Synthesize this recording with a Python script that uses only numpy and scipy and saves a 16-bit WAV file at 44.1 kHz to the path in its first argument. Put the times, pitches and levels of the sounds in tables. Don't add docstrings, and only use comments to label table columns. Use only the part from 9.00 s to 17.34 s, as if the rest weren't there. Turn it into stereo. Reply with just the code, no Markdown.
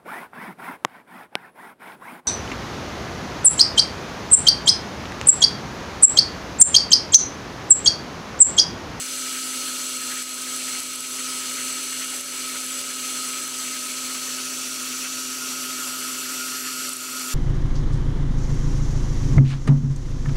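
import sys
import numpy as np
from scipy import signal
from scipy.io import wavfile
from scipy.ndimage import uniform_filter1d

SR = 44100
rng = np.random.default_rng(int(sys.argv[2]) if len(sys.argv) > 2 else 0)


def digitize_waveform(pressure):
    field = np.atleast_2d(pressure).T
    bounded = np.clip(field, -1, 1)
    quanta = np.round(bounded * 32767).astype(np.int16)
    wavfile.write(sys.argv[1], SR, quanta)


N = 367794

# time_s, turns_per_s
MOTOR_SPEED = [(0, 129.0), (0.35, 129.05), (0.56, 128.6), (0.63, 128.05), (0.78, 128.2), (1.0, 128.0),
               (1.07, 127.1), (1.45, 127.55), (1.8, 128.25), (2.2, 128.0), (2.57, 127.7), (2.9, 128.9),
               (3.15, 128.95), (3.45, 128.45), (3.9, 128.15), (4.3, 127.6), (4.47, 127.95), (4.73, 127.6),
               (5.0, 127.95), (5.6, 128.05), (6.0, 128.35), (6.2, 128.5), (6.75, 127.95), (7.85, 128.4),
               (8.12, 128.0), (8.34, 128.2)]
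# time_s, gain_db
MOTOR_DRIFT = [(0, 2), (0.8, 2), (1.1, 1.5), (1.7, 3.5), (2.1, 2.5), (2.6, 3), (3.2, 1.5), (3.9, 1.5),
               (4.25, 3), (4.6, 2), (5.3, 2), (6.0, 1.3), (7.0, 2.5), (8.34, 2.2)]
# time_s, view (0 front, 1 swinging, 2 above)
CAMERA_VIEW = [(0, 0.043), (4.3, 0.041), (5.0, 0.23), (5.5, 0.85), (5.9, 0.88), (6.4, 1.36), (6.7, 1.55),
               (7.0, 2.6), (8.34, 2.04)]
# left_db, right_db, left_lead_rad
MOTOR_TONES = [(1.0, -64.0, -64.5, -0.1, -62.0, -62.0, 0.0, -62.0, -62.5, -0.1),
               (2.0, -45.0, -45.0, 0.0, -43.0, -43.0, 0.0, -43.5, -43.5, 0.0),
               (3.0, -54.5, -55.5, -0.3, -54.0, -54.0, -0.1, -54.0, -54.0, 0.0),
               (4.0, -58.0, -58.5, -0.2, -62.5, -63.5, -0.8, -62.5, -65.5, -1.3),
               (10.0, -45.0, -45.5, -0.1, -43.5, -46.0, -1.0, -44.5, -43.5, -0.6),
               (11.0, -50.0, -53.5, 2.6, -47.5, -47.5, 5.8, -45.0, -43.5, 5.9),
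               (12.0, -60.5, -56.0, 0.7, -56.5, -54.5, -0.3, -54.5, -55.5, -0.3),
               (19.0, -65.5, -55.5, -2.1, -60.0, -52.5, -2.1, -66.5, -54.5, -2.1),
               (20.0, -66.0, -56.0, -2.6, -60.5, -55.0, 0.4, -63.5, -56.0, -1.0),
               (21.0, -55.5, -60.0, 0.3, -60.5, -59.5, 0.9, -56.5, -50.0, 0.8),
               (22.0, -54.0, -45.5, -0.0, -53.0, -50.0, -0.4, -51.0, -52.5, -0.7),
               (23.0, -52.5, -49.0, 1.2, -52.0, -52.5, -0.3, -55.5, -52.0, -0.1),
               (24.0, -58.0, -55.0, 2.2, -57.0, -65.5, 2.2, -66.5, -65.0, 3.8),
               (31.0, -60.0, -58.5, 0.4, -57.0, -58.5, -2.3, -58.0, -53.5, -1.9),
               (32.0, -49.0, -50.0, 0.2, -55.5, -56.5, -1.3, -56.0, -65.0, -2.8),
               (33.0, -46.5, -47.0, -0.5, -55.5, -53.5, -1.2, -57.5, -47.0, 0.8),
               (34.0, -46.5, -48.5, 0.5, -45.0, -51.0, 0.0, -44.5, -52.0, -0.9),
               (35.0, -64.0, -63.0, -2.1, -58.5, -52.5, -0.6, -61.0, -52.5, -1.1),
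               (36.0, -57.0, -54.0, 1.9, -52.5, -59.5, 0.5, -51.0, -62.0, -1.6),
               (43.0, -53.0, -53.5, 1.5, -49.0, -47.0, 0.2, -51.0, -52.5, 0.9),
               (44.0, -48.5, -49.0, 2.7, -44.0, -42.0, 5.2, -46.0, -47.0, 5.6),
               (45.0, -53.5, -57.0, 3.0, -63.0, -49.5, 1.5, -51.0, -61.0, -0.2),
               (48.0, -51.0, -53.5, -0.2, -47.0, -49.0, -1.1, -47.5, -62.5, -2.0),
               (50.0, -59.0, -60.0, -1.6, -56.5, -60.5, -3.9, -53.0, -53.5, -3.7),
               (53.0, -59.0, -57.0, -2.3, -55.5, -58.5, 0.3, -58.0, -59.5, 1.5),
               (54.0, -53.0, -49.5, 1.4, -50.0, -55.0, -1.4, -61.0, -53.5, -4.0),
               (55.0, -46.5, -50.0, -2.0, -47.0, -49.5, -0.2, -44.5, -55.5, 1.0),
               (56.0, -56.0, -57.0, 2.5, -55.5, -50.5, 4.7, -53.5, -49.0, 2.0),
               (57.0, -54.0, -62.5, 0.7, -61.5, -53.5, 3.5, -55.0, -53.5, 1.4),
               (65.0, -49.0, -51.0, -1.4, -52.5, -51.0, -3.4, -55.0, -49.0, -1.4),
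               (66.0, -51.5, -53.0, -1.6, -54.5, -58.5, -2.5, -58.0, -64.5, -0.7),
               (67.0, -56.5, -56.5, 0.1, -53.5, -55.5, 2.9, -54.0, -53.5, 3.3),
               (76.0, -56.5, -54.0, -0.3, -54.0, -51.0, -2.6, -64.5, -55.5, -2.7),
               (77.0, -60.0, -53.0, 1.7, -57.5, -55.5, 0.3, -62.5, -58.0, 2.8),
               (87.0, -58.0, -65.5, -1.9, -63.0, -56.5, 1.2, -53.5, -55.0, 2.8),
               (88.0, -64.0, -60.5, -1.7, -61.5, -59.0, -3.9, -53.0, -54.5, -2.0)]
# multiple_of_turn, beat_steps (turn less mains ripple), tyre_steps (winder tyre's turn),
# front_db, above_db (both relative to the tone)
SIDE_TONES = [(1, -1, 0, -16, -16), (2, -2, 0, -25, -25), (2, -1, 0, -13, -12), (2, 1, 0, -16, -15),
              (2, 0, 1, -21, -23), (3, -1, 0, -13, -14), (3, 1, 0, -14, -14), (3, 0, 1, -12, -13),
              (4, -1, 0, -7, -8), (10, -1, 0, -20, -18), (10, 1, 0, -22, -19), (10, 0, -1, -8, -10),
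              (10, 0, 1, -22, -11), (10, 0, 2, -10, -14), (10, 0, 3, -16, -21), (11, -1, 0, -15, -14),
              (11, 1, 0, -15, -14), (11, 0, -1, -7, -19), (11, 0, 1, -5, -16), (11, 0, 2, -11, -24),
              (21, 0, 2, -3, -8)]
# time_s, whine_db, whir_db
WHINE_AND_WHIR = [(0, -3, -1), (0.3, 2, -1), (0.5, 0.5, 0), (0.65, 1, 2.5), (0.85, 0, 0.5), (1.08, 3.5, 2),
                  (1.25, 1, 0), (1.7, 0, 1), (2.15, 0, -2), (2.3, 2.5, -1.5), (2.6, 1, 0),
                  (2.9, -0.5, -0.5), (3.3, -1, -1.5), (3.55, 1.5, -1), (3.75, -0.5, -5), (4.0, 1, 2.5),
                  (4.2, 2, 1), (4.5, 0.5, -1.1), (4.7, 1.5, -3), (5.0, 0.5, 0), (5.4, 0.5, 0),
                  (5.7, -1.5, -2), (6.1, 1, 0.5), (6.6, 1.7, -1), (7.3, 0.7, -0.5), (7.8, 1.1, 1.5),
                  (8.34, .1, -2)]
# time_s, multiple_43_db, multiple_44_db
RING_HANDOVER = [(4.6, 0, 1), (5.3, 3.5, -3), (5.8, -1, -1), (6.2, 0, 3), (6.8, 0, 4), (7.2, 1, 1.5),
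                 (8.34, 1, 2)]
# frequency_hz, level_db_per_hz
HISS_SPECTRUM = [(40, -103), (80, -93.5), (190, -81), (280, -73), (350, -76.5), (480, -78.5), (620, -78),
                 (850, -80), (1100, -74.5), (1600, -72), (3800, -69.5), (7800, -67.5), (10300, -69),
                 (12300, -73.5), (14500, -77.5), (15800, -81.5)]
# left_db, right_db
SHELL_RESONANCES = [(1180, 120, -0.5, -0.5, 5, 1, 3, -1), (1520, 55, 3, 0, 6, -8, 2, -1),
                    (2160, 120, -7, 2, -1, -4, -2, 2), (1322, 185, 4.5, 6.5, 0, 4, 5, 7),
                    (1800, 300, -1.5, 0.5, -4, 1.5, -1.5, 0.5), (2280, 230, 4, 5.5, -1, 3.5, -1, 1.5),
                    (2645, 260, 0, 6.5, -1.5, 8, 1.5, 8.5), (3320, 600, 4.5, 3.5, 3.5, 1.5, 2, 2),
                    (4000, 82, 0, -11, -3, 5, 1, 1), (4650, 190, -4, -4, -3, 3.5, -4, 4),
                    (4000, 200, -1, 2.5, -1, 1, 2, -5), (4380, 340, 4.5, 3, 2, 5, 4, 2.5),
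                    (4777, 193, 0, 9, 3.5, 1, 6, 6.5), (5020, 230, 2.5, 3.5, 5, 2, 5, 1),
                    (5550, 230, 2, 1.5, 2, 8.5, 2, 0), (6146, 426, 9.5, 5.5, 10, 7.5, 8.5, 2),
                    (6530, 150, 2, 6, 6.5, -8, 0, 5), (7240, 490, 2, 4.5, -2, 9, 5, 7),
                    (7735, 390, 3.5, 6, 3, 2, 4, -1.5), (7900, 200, 8.5, 0.5, 8.5, -8, 7, 1),
                    (8400, 200, 1, -3, -6, 6, -2, 2), (8800, 250, -3, -2.5, -8, 4, -10, 5),
                    (9060, 490, 1, 9, 3.5, 3.5, 4.5, 2), (9940, 400, 1.5, 0.5, 0, 3, 2, 4.5),
                    (10920, 360, -3, 3.5, 1, 1.5, -3, 4.5), (11360, 250, 3, 0.5, 0, 3, 9, 5.5),
                    (12020, 400, -1, 2, 4, 0.5, 3.5, 5), (12200, 300, 1.5, 0, 0, 5, -1, 1),
                    (12700, 250, 0, -6, -1, 0, 0, -2), (13450, 400, -8, -1, -1, -2, 4, 0),
                    (13800, 200, -4, -4, -2, 1, -7, -6), (14500, 550, 1, -11, -1, 3, -6, 1)]
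STEREO_LIKENESS = [(60, 0.9, 0, 0.9, 0, 0.9, 0), (130, 0.95, 0, 0.95, 0, 0.95, 0), (180, 1, 0, 1, 0, 1, 0),
                   (270, 1, 0, 1, 0, 1, 0), (350, 0.84, 0, 0.92, 0, 0.97, 0),
                   (640, 0.86, 0, 0.86, 0, 0.84, 0), (1300, 0.6, -0.2, 0.6, -0.2, 0.6, -0.2),
                   (1800.0, 0.23, -0.3, 0.44, -0.0, 0.37, -0.2),
                   (2100.0, 0.34, -0.3, 0.38, -0.7, 0.58, -0.3),
                   (2400.0, 0.3, -0.4, 0.29, -0.9, 0.32, -0.6), (2700.0, 0.28, 0.2, 0.35, 0.5, 0.41, 0.8),
                   (3000.0, 0.45, 1.1, 0.34, 0.2, 0.49, 0.2), (3300.0, 0.46, 0.1, 0.34, -0.2, 0.29, 0.3),
                   (3600.0, 0.51, -0.3, 0.4, -0.2, 0.57, 0.0), (3900.0, 0.31, -0.1, 0.28, -1.2, 0.13, -1.7),
                   (4200.0, 0.61, -0.1, 0.39, -1.0, 0.1, -5.3), (4500.0, 0.1, 0.6, 0.17, -0.4, 0.24, -8.7),
                   (4800.0, 0.15, 1.6, 0.3, 1.8, 0.44, -10.8), (5100.0, 0.12, 1.4, 0.16, -3.5, 0.19, -8.3),
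                   (5400.0, 0.05, 0.3, 0.32, -5.2, 0.09, -7.1), (5700.0, 0.22, 2.7, 0.48, -7.1, 0.47, -6.9),
                   (6000.0, 0.52, 0.9, 0.37, -6.8, 0.22, -6.7), (6300.0, 0.3, 2.2, 0.33, -6.0, 0.18, -4.0),
                   (6600.0, 0.28, 2.0, 0.02, -2.7, 0.16, -2.9), (6900.0, 0.06, 4.7, 0.18, -1.0, 0.23, -5.0),
                   (7200.0, 0.11, 5.2, 0.49, -0.7, 0.37, -5.6), (7500.0, 0.42, 6.4, 0.27, -2.7, 0.27, -3.4),
                   (7800.0, 0.63, 5.9, 0.28, -2.2, 0.48, -6.8), (8100.0, 0.45, 6.3, 0.32, 0.7, 0.32, -8.7),
                   (8400.0, 0.31, 4.7, 0.43, 3.4, 0.19, -8.5), (8700.0, 0.22, 5.6, 0.28, 2.7, 0.27, -12.0),
                   (9000.0, 0.34, 7.1, 0.1, 2.6, 0.22, -16.3), (9300.0, 0.4, 5.5, 0.21, 3.4, 0.38, -16.9),
                   (9800.0, 0.22, 6.8, 0.35, 3.2, 0.16, -17.0),
                   (10300.0, 0.06, 10.7, 0.33, 3.9, 0.48, -15.6),
                   (10800.0, 0.41, 11.7, 0.09, 0.9, 0.23, -14.9),
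                   (11300.0, 0.25, 11.5, 0.3, -3.0, 0.57, -15.1),
                   (11800.0, 0.14, 9.5, 0.15, 0.1, 0.16, -10.8),
                   (12300.0, 0.13, 9.9, 0.16, -2.8, 0.37, -12.0),
                   (13300.0, 0.31, 6.6, 0.17, 8.8, 0.4, -12.2),
                   (14300.0, 0.51, 6.1, 0.23, 9.3, 0.32, -13.1),
                   (15800.0, 0.47, 6.1, 0.23, 12.4, 0.62, -18.9)]
# time_s, rise_db
HISS_SURGES = [(0.27, 5), (0.365, 8), (1.115, 7), (1.76, 4), (2.6, 4.5), (3.13, 2), (3.55, 6), (5.17, 7),
               (6.05, 9)]
# frequency_hz, depth_db (rms)
HISS_PATCHINESS = [(300, 0.6), (1000, 2.14), (1900, 1), (4000, -0.1), (12000, 1.38)]
# frequency_hz, depth_db (rms)
HISS_RATTLE = [(600, 0.55), (1300, 0.5), (1700, 3.5), (2100, 2.5), (2600, 1.5), (6000, 0.6), (12000, 0.73)]
# frequency_hz, width_hz, level_db
BED_PLATES = [(305.6, 11.3, -59), (422.6, 24, -60.5), (571, 4.2, -59.5), (623.5, 20, -61.5),
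              (1657, 21, -66), (2178, 21, -57.5), (2294, 7.8, -54)]
# start_s, ring_peak_db, left_less_right_db, left_lead_ring_turns
BOBBIN_TICKS = [(1.1416, -19, -4, .1), (1.1796, -18, 2, .2), (1.2268, -13, 6, .3), (1.2376, -21, 6, -.1),
                (1.293, -17, -4, -.1), (1.3032, -15, 1, .3), (1.3431, -14, -4, .2),
                (1.4216, -13.5, -2, -.3), (1.564, -12, 0, -.2), (1.8037, -10, 4, -.2),
                (1.8251, -20, -2, -.2), (1.8329, -13, -2, -.1), (1.8637, -14, 2, -.3),
                (1.9365, -19, 2, -.1), (1.9595, -10, -4, .3), (2.0067, -12, -2, 0), (2.032, -20, 2, -.3),
                (2.0634, -19, 4, -.5), (2.1012, -15, 0, -.4), (2.197, -21, 10, -.5), (3.0473, -17, 2, .1),
                (3.0716, -20, 5, 0), (3.1028, -17, 5, .2), (3.1412, -19, 4, .1), (3.1629, -17, 0, .2),
                (3.1988, -18, 0, .4), (3.2111, -15, -4, 0), (3.2446, -21, 0, .2), (3.3216, -19, 4, .2),
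                (3.6445, -16, 7, -.3), (3.6645, -17, 3, 0), (3.7193, -20, -2, -.2), (3.7776, -18, 7, -.2),
                (3.8139, -18, -8, 0), (3.8704, -20, -2, -.3), (4.4037, -17, 8, -.4), (4.4379, -17, 0, -.2),
                (4.4788, -14, 1, -.3), (4.51, -18, -4, .5), (5.4537, -17, 0, -.3), (5.6764, -22, -8, -.4),
                (5.8315, -21, -8, -.2), (6.0402, -19, -8, -.3), (7.0048, -16, 0, .1), (7.8928, -13, -4, .1),
                (7.9337, -11, -4, .1), (7.9681, -14, -4, 0), (8.1973, -20, -6, .2)]

STEP = 6
FRAME, HOP = 1024, 256
RIPPLE_HZ, TYRE_RATIO = 120, 5.09
SWELL_PER_S, SWELL_CREST_S = 2.51, 0.26
SWELL_HISS_DB, SWELL_LOW_DB, SWELL_HIGH_DB = 0.23, 0.65, 0.66
SURGE_S, SURGE_HZ, SURGE_WIDTH_HZ = 0.019, 1870, 1100
LULL_DB, LULL_END_S = -1.5, 1.02
RING_FRONT_HZ, RING_ABOVE_HZ, RING_SCATTER_HZ = 10750, 9600, 700
RING_FRONT_S, RING_ABOVE_S = .00024, .00028
EDGE_HZ = 15770


def gain_of(db):
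    return 10 ** (np.asarray(db) / 20)


def evened(x):
    return x / np.sqrt(np.mean(abs(x) ** 2) + 1e-20)


def read(points, hz):
    f, value = np.transpose(points)
    return np.interp(np.log(hz + 1), np.log(f + 1), value)


def view_shares(t):
    view = np.interp(t, *np.transpose(CAMERA_VIEW))
    share = np.maximum(1 - abs(view - np.arange(3)[:, None]), 0)
    return share / share.sum(0)


def slow(rate_hz):
    chance = rng.standard_normal(N // STEP + 1)
    b, a = signal.butter(2, rate_hz, fs=SR / STEP)
    return evened(signal.lfilter(b, a, chance))


def carry(envelope, turns):
    held = np.repeat(envelope, STEP, -1)[..., :N]
    return (held * np.exp(2j * np.pi * turns)).real


def swell(t, depth_db):
    return gain_of(depth_db * np.cos(2 * np.pi * SWELL_PER_S * (t - SWELL_CREST_S)))


def plate_hums():
    t = np.arange(N) / SR
    hums = np.zeros(N)
    for hz, width_hz, db in BED_PLATES:
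        envelope = slow(width_hz) + 1j * slow(width_hz)
        hums += gain_of(db) * carry(envelope, hz * t)
    return hums


def shell_colour_db(hz, share):
    shell = np.array(SHELL_RESONANCES)
    bumps = np.exp(-2 * ((hz[:, None] - shell[:, 0]) / shell[:, 1]) ** 2)
    left_db = bumps @ shell[:, 2::2] @ share
    right_db = bumps @ shell[:, 3::2] @ share
    ripple = rng.standard_normal((2, len(hz), 3)) * np.minimum(hz / 2500, 1)[:, None]
    return np.array([left_db, right_db]) + 2.17 * ripple @ share


def stereo_pair(hz, share):
    shape = (len(hz), share.shape[1])
    left = rng.standard_normal(shape) + 1j * rng.standard_normal(shape)
    own = rng.standard_normal(shape) + 1j * rng.standard_normal(shape)
    ports = np.transpose(STEREO_LIKENESS)
    like = [np.interp(hz, ports[0], part) * np.exp(-1j * np.interp(hz, ports[0], lead))
            for part, lead in zip(ports[1::2], ports[2::2])]
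    like = np.transpose(like) @ share
    right = like * left + np.sqrt(abs(1 - abs(like) ** 2)) * own
    return np.array([left, right])


def brush_hiss(turns):
    frames, hz = N // HOP + 5, np.fft.rfftfreq(FRAME, 1 / SR)
    t = np.arange(frames) * HOP / SR
    share = view_shares(t)

    rattle, patches = rng.standard_normal((2, len(hz), frames))
    rattle = evened(uniform_filter1d(uniform_filter1d(rattle, 24, axis=0), 3, axis=1))
    patches = evened(uniform_filter1d(uniform_filter1d(patches, 8, axis=0), 10, axis=1))
    flicker = evened(uniform_filter1d(rng.standard_normal(frames), 5))

    surge_db = LULL_DB * (t < LULL_END_S)
    for start_s, rise_db in HISS_SURGES:
        surge_db = surge_db + rise_db * np.exp(-((t - start_s) / SURGE_S) ** 2)
    middle = np.exp(-((hz - SURGE_HZ) / SURGE_WIDTH_HZ) ** 2)

    level_db = read(HISS_SPECTRUM, hz)[:, None] + shell_colour_db(hz, share)
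    level_db = level_db + np.outer(middle, surge_db)
    level_db = level_db + read(HISS_PATCHINESS, hz)[:, None] * patches
    level_db = level_db + read(HISS_RATTLE, hz)[:, None] * rattle + 0.39 * flicker

    spectra = stereo_pair(hz, share) * gain_of(level_db)
    _, noise = signal.istft(spectra, SR, nperseg=FRAME, noverlap=FRAME - HOP, scaling="psd")
    noise = noise[:, :N] / np.sqrt(2)
    throb = 1 + 0.011 * np.cos(2 * np.pi * turns) + 0.021 * np.cos(4 * np.pi * turns)
    return noise * throb


def bobbin_ticks():
    t, out = np.arange(300) / SR, np.zeros((2, N + 400))
    above = view_shares(np.transpose(BOBBIN_TICKS)[0])[1:].sum(0)
    for (start_s, db, pan_db, lead), up in zip(BOBBIN_TICKS, above):
        phase, knock, scatter = rng.random(3)
        hz = RING_FRONT_HZ + (RING_ABOVE_HZ - RING_FRONT_HZ) * up
        hz += RING_SCATTER_HZ * (scatter - .5)
        decay_s = RING_FRONT_S + (RING_ABOVE_S - RING_FRONT_S) * up
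        ring_turns = hz * t + phase + np.array([[lead], [0]])
        ring = np.sin(2 * np.pi * ring_turns) * np.exp(-t / decay_s) * t
        ring = ring / abs(ring).max()
        knock_hz = 3500 + 3000 * knock
        tick = ring + gain_of(-10.0) * np.sin(2 * np.pi * knock_hz * t) * np.exp(-t / 0.0003)
        tick = tick + gain_of(-16.0) * np.roll(tick, 14, axis=1)
        at = round(start_s * SR)
        out[:, at:at + 300] += gain_of([[db + pan_db / 2], [db - pan_db / 2]]) * tick
    return out[:, :N]


def tone_drifts():
    when, whine_db, whir_db = np.transpose(WHINE_AND_WHIR)
    at, lower_db, upper_db = np.transpose(RING_HANDOVER)
    drift_db = {10: whine_db, 32: whir_db, 33: whir_db, 34: whir_db}
    drift_db[43] = np.interp(when, at, lower_db)
    drift_db[44] = np.interp(when, at, upper_db)
    return when, drift_db


def side_tones(order, beat, tyre, above):
    sides = np.zeros(len(beat), complex)
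    for multiple, beat_steps, tyre_steps, front_db, above_db in SIDE_TONES:
        if multiple != order:
            continue
        phase = 1 / 4 if beat_steps and order < 5 else rng.random()
        side_turns = beat_steps * beat + tyre_steps * tyre + phase
        sides += gain_of(front_db + (above_db - front_db) * above) * np.exp(2j * np.pi * side_turns)
    return sides


def motor_tones(turns):
    t = np.arange(N // STEP + 1) * STEP / SR
    share, out = view_shares(t), np.zeros((2, N))
    slow_turns = np.interp(t, np.arange(N) / SR, turns)
    beat, tyre = slow_turns - RIPPLE_HZ * t, slow_turns / TYRE_RATIO
    unsteady = .0015 * slow(15)
    when, drift_db = tone_drifts()
    for order, *views in MOTOR_TONES:
        order = round(order)
        left_db, right_db, lead = np.reshape(views, (3, 3)).T @ share
        sides = side_tones(order, beat, tyre, 1 - share[0])

        quick_db = .8 if order < 5 else .6 if order == 10 else 1.5
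        slow_db = 1.6 if order > 12 else .4
        flutter_db = quick_db * slow(14) + slow_db * slow(1.5)
        if order in drift_db:
            flutter_db = flutter_db + np.interp(t, when, drift_db[order])

        wave = gain_of(flutter_db) * np.exp(2j * np.pi * (order * unsteady + rng.random()))
        wave = wave * swell(t, SWELL_LOW_DB if order < 5 else SWELL_HIGH_DB)
        leads = np.exp(.5j * np.array([lead, -lead]))
        ports = gain_of([left_db, right_db]) * (leads + sides)
        out += np.sqrt(2) * carry(wave * ports, order * turns)
    return out


def scene():
    t = np.arange(N) / SR
    turns = np.cumsum(np.interp(t, *np.transpose(MOTOR_SPEED))) / SR
    hiss = swell(t, SWELL_HISS_DB) * brush_hiss(turns)
    motor = plate_hums() + hiss + motor_tones(turns)
    drift = gain_of(np.interp(t, *np.transpose(MOTOR_DRIFT)))
    return drift * motor + bobbin_ticks()


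def record(dry):
    peak_db = 20 * np.log10(abs(dry).max(0) + 1e-6)
    fall = np.arange(N) * 22.0 / SR
    held_db = np.maximum.accumulate(peak_db + fall) - fall
    over_db = np.maximum(held_db + 17.0, 0)
    attack = 1 / 12
    smooth_db = signal.lfilter([attack], [1, attack - 1], over_db)
    ducked = dry / gain_of(0.58 * smooth_db)
    low_pass = signal.firwin(2047, EDGE_HZ, window=("kaiser", 10), fs=SR)
    return signal.oaconvolve(ducked, low_pass[None], "same")


dry = scene()
out = record(dry)
digitize_waveform(out)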